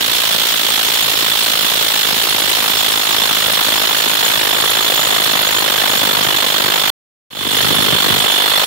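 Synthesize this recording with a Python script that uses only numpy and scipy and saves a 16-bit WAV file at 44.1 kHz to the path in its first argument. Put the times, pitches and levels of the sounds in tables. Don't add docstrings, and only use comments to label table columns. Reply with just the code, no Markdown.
import sys
import numpy as np
from scipy import signal
from scipy.fft import rfft, irfft
from scipy.io import wavfile
from scipy.ndimage import uniform_filter1d, minimum_filter1d

SR = 44100
rng = np.random.default_rng(int(sys.argv[2]) if len(sys.argv) > 2 else 0)


def attenuation_scalar(level_db):
    decades = np.asarray(level_db, float) / 20
    return 10 ** decades


def generate_wav(signal):
    frames = np.transpose(np.atleast_2d(signal))
    scaled = np.clip(frames, -1, 1) * 32767
    pcm = np.round(scaled).astype(np.int16)
    wavfile.write(sys.argv[1], SR, pcm)


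N = 381906
T_S = np.arange(N) / SR
DROPOUT_S, RETURN_S, FADE_IN_S = 6.9022, 7.3025, 0.29


def rms_one(x):
    return x / np.sqrt(np.mean(x ** 2) + 1e-20)


def colour(x, spectrum):
    f_hz, gain_db = np.transpose(spectrum)
    bins_hz = np.maximum(np.fft.rfftfreq(4096, 1 / SR), 10)
    log_gain = np.log(attenuation_scalar(np.interp(np.log(bins_hz), np.log(f_hz), gain_db)))
    cepstrum = irfft(log_gain)
    cepstrum[1:2048] *= 2
    cepstrum[2049:] = 0
    impulse_response = irfft(np.exp(rfft(cepstrum)))
    return signal.oaconvolve(x, impulse_response[None], axes=1)[:, :N]


def high_pass(x, order, cut_hz):
    return signal.sosfilt(signal.butter(order, cut_hz, "high", fs=SR, output="sos"), x)


def flutter(rate_hz, depth_db):
    r = np.exp(-2 * np.pi * rate_hz / SR)
    drift = signal.lfilter([1], [1, -2 * r, r * r], rng.standard_normal((2, N)))
    return attenuation_scalar(depth_db * rms_one(drift))


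def with_depth(turn_db, turn_s, loss_db_per_s, later_db):
    boring_db = turn_db - loss_db_per_s * np.abs(T_S - turn_s)
    return np.where(T_S < DROPOUT_S, boring_db, later_db)


def blows(at, delay_s, jitter_s, shared_db, own_db):
    luck = rng.standard_normal((len(at), 4))
    when_s = at + delay_s + jitter_s * luck[:, 0]
    train = np.zeros((2, N))
    index = np.clip(when_s * SR, 0, N - 1).astype(int)
    train[:, index] = attenuation_scalar(shared_db * luck[:, 1] + own_db * luck[:, 2:].T)
    return train


def swell(train, rise_s, fall_s, hold_s=0):
    hold = int(hold_s * SR) + 1
    train = uniform_filter1d(train, size=hold, origin=(hold - 1) // 2)
    for seconds in (rise_s, rise_s, fall_s):
        pole = np.exp(-1 / (max(seconds, 1e-4) * SR))
        train = signal.lfilter([1], [1, -pole], train + 1e-12)
    return rms_one(train)


def flushing_air():
    # f/Hz, level/dB
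    hiss = [(40, -5.5), (150, -7.5), (600, 2.5), (1800, 6.5), (4000, -6), (7500, 2.5), (11000, 3),
            (15700, -10.5)]
    port_db = [
        [-26],
        [-29],
    ]
    jet = flutter(rate_hz=23, depth_db=1.5) * rng.standard_normal((2, N))
    return attenuation_scalar(port_db) * rms_one(colour(jet, hiss))


def buffeting_gain():
    # start t/s, end t/s, level/dB
    gusts = [
        (5.9, 6.35, -33),
        (7.294, 7.624, -20),
        (7.655, 7.983, -17.5),
        (8.035, 8.22, -18.5),
    ]
    edge_s = 0.095
    gain = attenuation_scalar(with_depth(turn_db=-31, turn_s=6.0, loss_db_per_s=0.8, later_db=-35.5))
    for start_s, end_s, gust_db in gusts:
        inside_s = np.minimum(T_S - start_s, end_s - T_S)
        gain = gain + attenuation_scalar(gust_db) * np.clip(inside_s / edge_s + .5, 0, 1)
    return gain


def piston():
    # t/s, rate/(blows/s)
    speed = [(0.0, 56.69), (1.5, 54.68), (2.5, 53.86), (4.6, 53.35), (5.0, 53.4), (5.7, 51.34), (7.5, 50.5),
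             (8.66, 50.62)]
    first_blow_s, wander_s, wander_per_s = .007, .001, 5
    speed_s, blows_per_s = np.transpose(speed)
    struck = np.cumsum(np.interp(T_S, speed_s, blows_per_s)) / SR
    at = first_blow_s + np.interp(np.arange(int(struck[-1])), struck, T_S)
    span = int(struck[-1] * SR / N / wander_per_s)
    wander = uniform_filter1d(rng.standard_normal(len(at)), size=span)
    return at + wander_s * rms_one(wander)


def exhaust(at):
    # f/Hz, level/dB
    puff_colour = [(100, -16), (250, -4.5), (500, 0), (1100, 1.5), (2000, -1), (3200, -12.5), (5000, -22),
                   (16000, -17.5)]
    # f/Hz, level/dB
    buffet_colour = [(25, -27), (60, -18), (110, 3), (250, 3), (420, 1), (900, -22.5)]
    vents = blows(at, delay_s=-0.0026, jitter_s=.0006, shared_db=1.05, own_db=0.8)
    eddies = rng.standard_normal((2, 2, N))

    jet = swell(vents, rise_s=.0018, fall_s=0.0039, hold_s=0.0028)
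    puff = jet * flutter(rate_hz=225, depth_db=1.5) * eddies[0]
    puff_db = with_depth(turn_db=-15.5, turn_s=6.0, loss_db_per_s=0.98, later_db=-14.5)

    port_open = swell(vents, rise_s=.0012, fall_s=0.0033, hold_s=0.0068)
    buffet = port_open * flutter(rate_hz=2.8, depth_db=1.5) * eddies[1]

    throb = high_pass(jet, order=2, cut_hz=150)
    out = attenuation_scalar(puff_db) * rms_one(colour(puff, puff_colour))
    out += buffeting_gain() * rms_one(colour(buffet, buffet_colour))
    return out + attenuation_scalar(-48.5) * rms_one(throb)


def chuck_rattle(at):
    # f/Hz, level/dB
    rattle_colour = [(400, -17.5), (1500, -4), (3000, -0.5), (5000, -6), (7500, -6.5), (8500, -2.5),
                     (9200, -12), (13000, -4), (15700, -3.5)]
    strikes = blows(at, delay_s=-.0025, jitter_s=.0008, shared_db=1.0, own_db=.8)
    chatter = swell(strikes, rise_s=0.00042, fall_s=0.0068, hold_s=.004)
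    rattle = chatter * flutter(rate_hz=390, depth_db=2.5) * rng.standard_normal((2, N))
    rattle_db = with_depth(turn_db=-26, turn_s=18.5, loss_db_per_s=-0.37, later_db=-21)
    return attenuation_scalar(rattle_db + 4.5) * rms_one(colour(rattle, rattle_colour))


def rod_mode(at, f_hz, t60_s, alike, lag_s, spread_db):
    knocks = rng.standard_normal((3, N)) * (rng.random((3, N)) < 2500.0 / SR)
    strikes = blows(at, lag_s, jitter_s=.0012, shared_db=spread_db, own_db=1.0)
    force = swell(strikes, rise_s=.001, fall_s=.0045, hold_s=.005)
    force = force * (np.sqrt(alike) * knocks[0] + np.sqrt(1 - alike) * knocks[1:])
    r, w = attenuation_scalar(-60 / (t60_s * SR)), 2 * np.pi * f_hz / SR
    return rms_one(signal.lfilter([1], [1, -2 * r * np.cos(w), r * r], force + 1e-18))


def steel(at):
    # f/Hz, level/dB, t60/s, left-right likeness/(0-1), left minus right/dB
    long_modes = [(3477, -21.5, 0.019, 0.43, -17), (3063, -21, 0.0059, 0.3, -13.5),
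                  (4310, -25.5, 0.015, 0.1, -10.5)]
    bending_modes = [(11200, -17.5, .025, .2, 2), (8140, -19.5, .02, .1, 3), (9310, -31, .02, .1, 0),
                     (5320, -24.5, .018, .3, 0)]
    top_modes = [(13900, -23.5, .035, .5, -3), (14010, -22.5, .035, .5, -3), (6965, -19.5, .045, .75, 2),
                 (7080, -30, .02, .5, 2)]
    long_db = with_depth(turn_db=1.54, turn_s=9.7, loss_db_per_s=0.91, later_db=4)
    bending_db = with_depth(turn_db=2, turn_s=2.8, loss_db_per_s=1.16, later_db=1.1)
    top_db = with_depth(turn_db=3, turn_s=5, loss_db_per_s=1.3, later_db=-0.5)
    # modes, level/dB, lag/s, spread/dB
    families = [(long_modes, long_db, -.003, 1.6),
                (bending_modes, bending_db, .0015, 2.6),
                (top_modes, top_db, .0015, 2.6)]
    out = chuck_rattle(at)
    for modes, family_db, lag_s, spread_db in families:
        for f_hz, mode_db, t60_s, alike, pan_db in modes:
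            ring = rod_mode(at, f_hz, t60_s, alike, lag_s, spread_db)
            port_db = pan_db * np.array([[.5], [-.5]])
            grip = flutter(rate_hz=4, depth_db=1.3)[0]
            out += attenuation_scalar(family_db + mode_db - 12.5 + port_db) * ring * grip
    settle_db, settle_s = -1.5, .35
    return out * attenuation_scalar(settle_db * np.exp(-T_S / settle_s))


def scene():
    at = piston()
    return flushing_air() + exhaust(at) + steel(at)


def starve(x):
    # ports, low f/Hz, high f/Hz, share of time blank/(0-1)
    weak_bands = [([0, 1], 7130, 7400, .4), ([0, 1], 7330, 7600, .5), ([0, 1], 7600, 7850, .15), ([0, 1],
                  6500, 6750, .2), ([0, 1], 6200, 6400, .12), ([0, 1], 5900, 6100, .1), ([0, 1],
                  5600, 5850, .12), ([1], 7700, 8050, .45), ([1], 8250, 9100, .5), ([1], 9400, 10400, .15)]
    out, hop = x.copy(), 1024
    for port, low_hz, high_hz, share in weak_bands:
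        band_pass = signal.butter(4, [low_hz, high_hz], "band", fs=SR, output="sos")
        band = signal.sosfiltfilt(band_pass, x[port])
        need = uniform_filter1d(rng.standard_normal(N // hop + 1), size=2)
        blank = np.repeat(need < np.quantile(need, share), hop)[:N]
        out[port] -= band * uniform_filter1d(blank * 1., size=hop // 2)
    return out


def band_limit(x):
    return signal.sosfilt(signal.butter(12, 17090, fs=SR, output="sos"), x)


def record(dry):
    # f/Hz, level against left port/dB
    right_port = [(100, 0), (1000, -0.5), (2200, 0), (2900, 10), (3450, 13.5), (4300, 13), (4700, 8),
                  (6300, 4.5), (7400, 1), (7900, -9), (8800, -19), (10600, -2.5), (13000, -1.5), (15700, 2)]
    ports = np.vstack([dry[:1], colour(dry[1:], right_port)])
    ports = high_pass(ports, order=3, cut_hz=46)

    headroom = minimum_filter1d(np.minimum(1, .86 / (np.abs(ports) + 1e-9)), size=129)
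    limited = ports * uniform_filter1d(headroom, size=129)

    low_pass = signal.ellip(12, .3, 60, 15740, fs=SR, output="sos")
    before = np.clip((DROPOUT_S - T_S) / 0.00041, 0, 1)
    after = (T_S > RETURN_S) * np.clip(0.03 + (T_S - RETURN_S) / FADE_IN_S, 0, 1)
    mix = signal.sosfilt(low_pass, starve(limited)) * (before + after)
    return band_limit(mix)


dry = scene()
out = record(dry)
generate_wav(out)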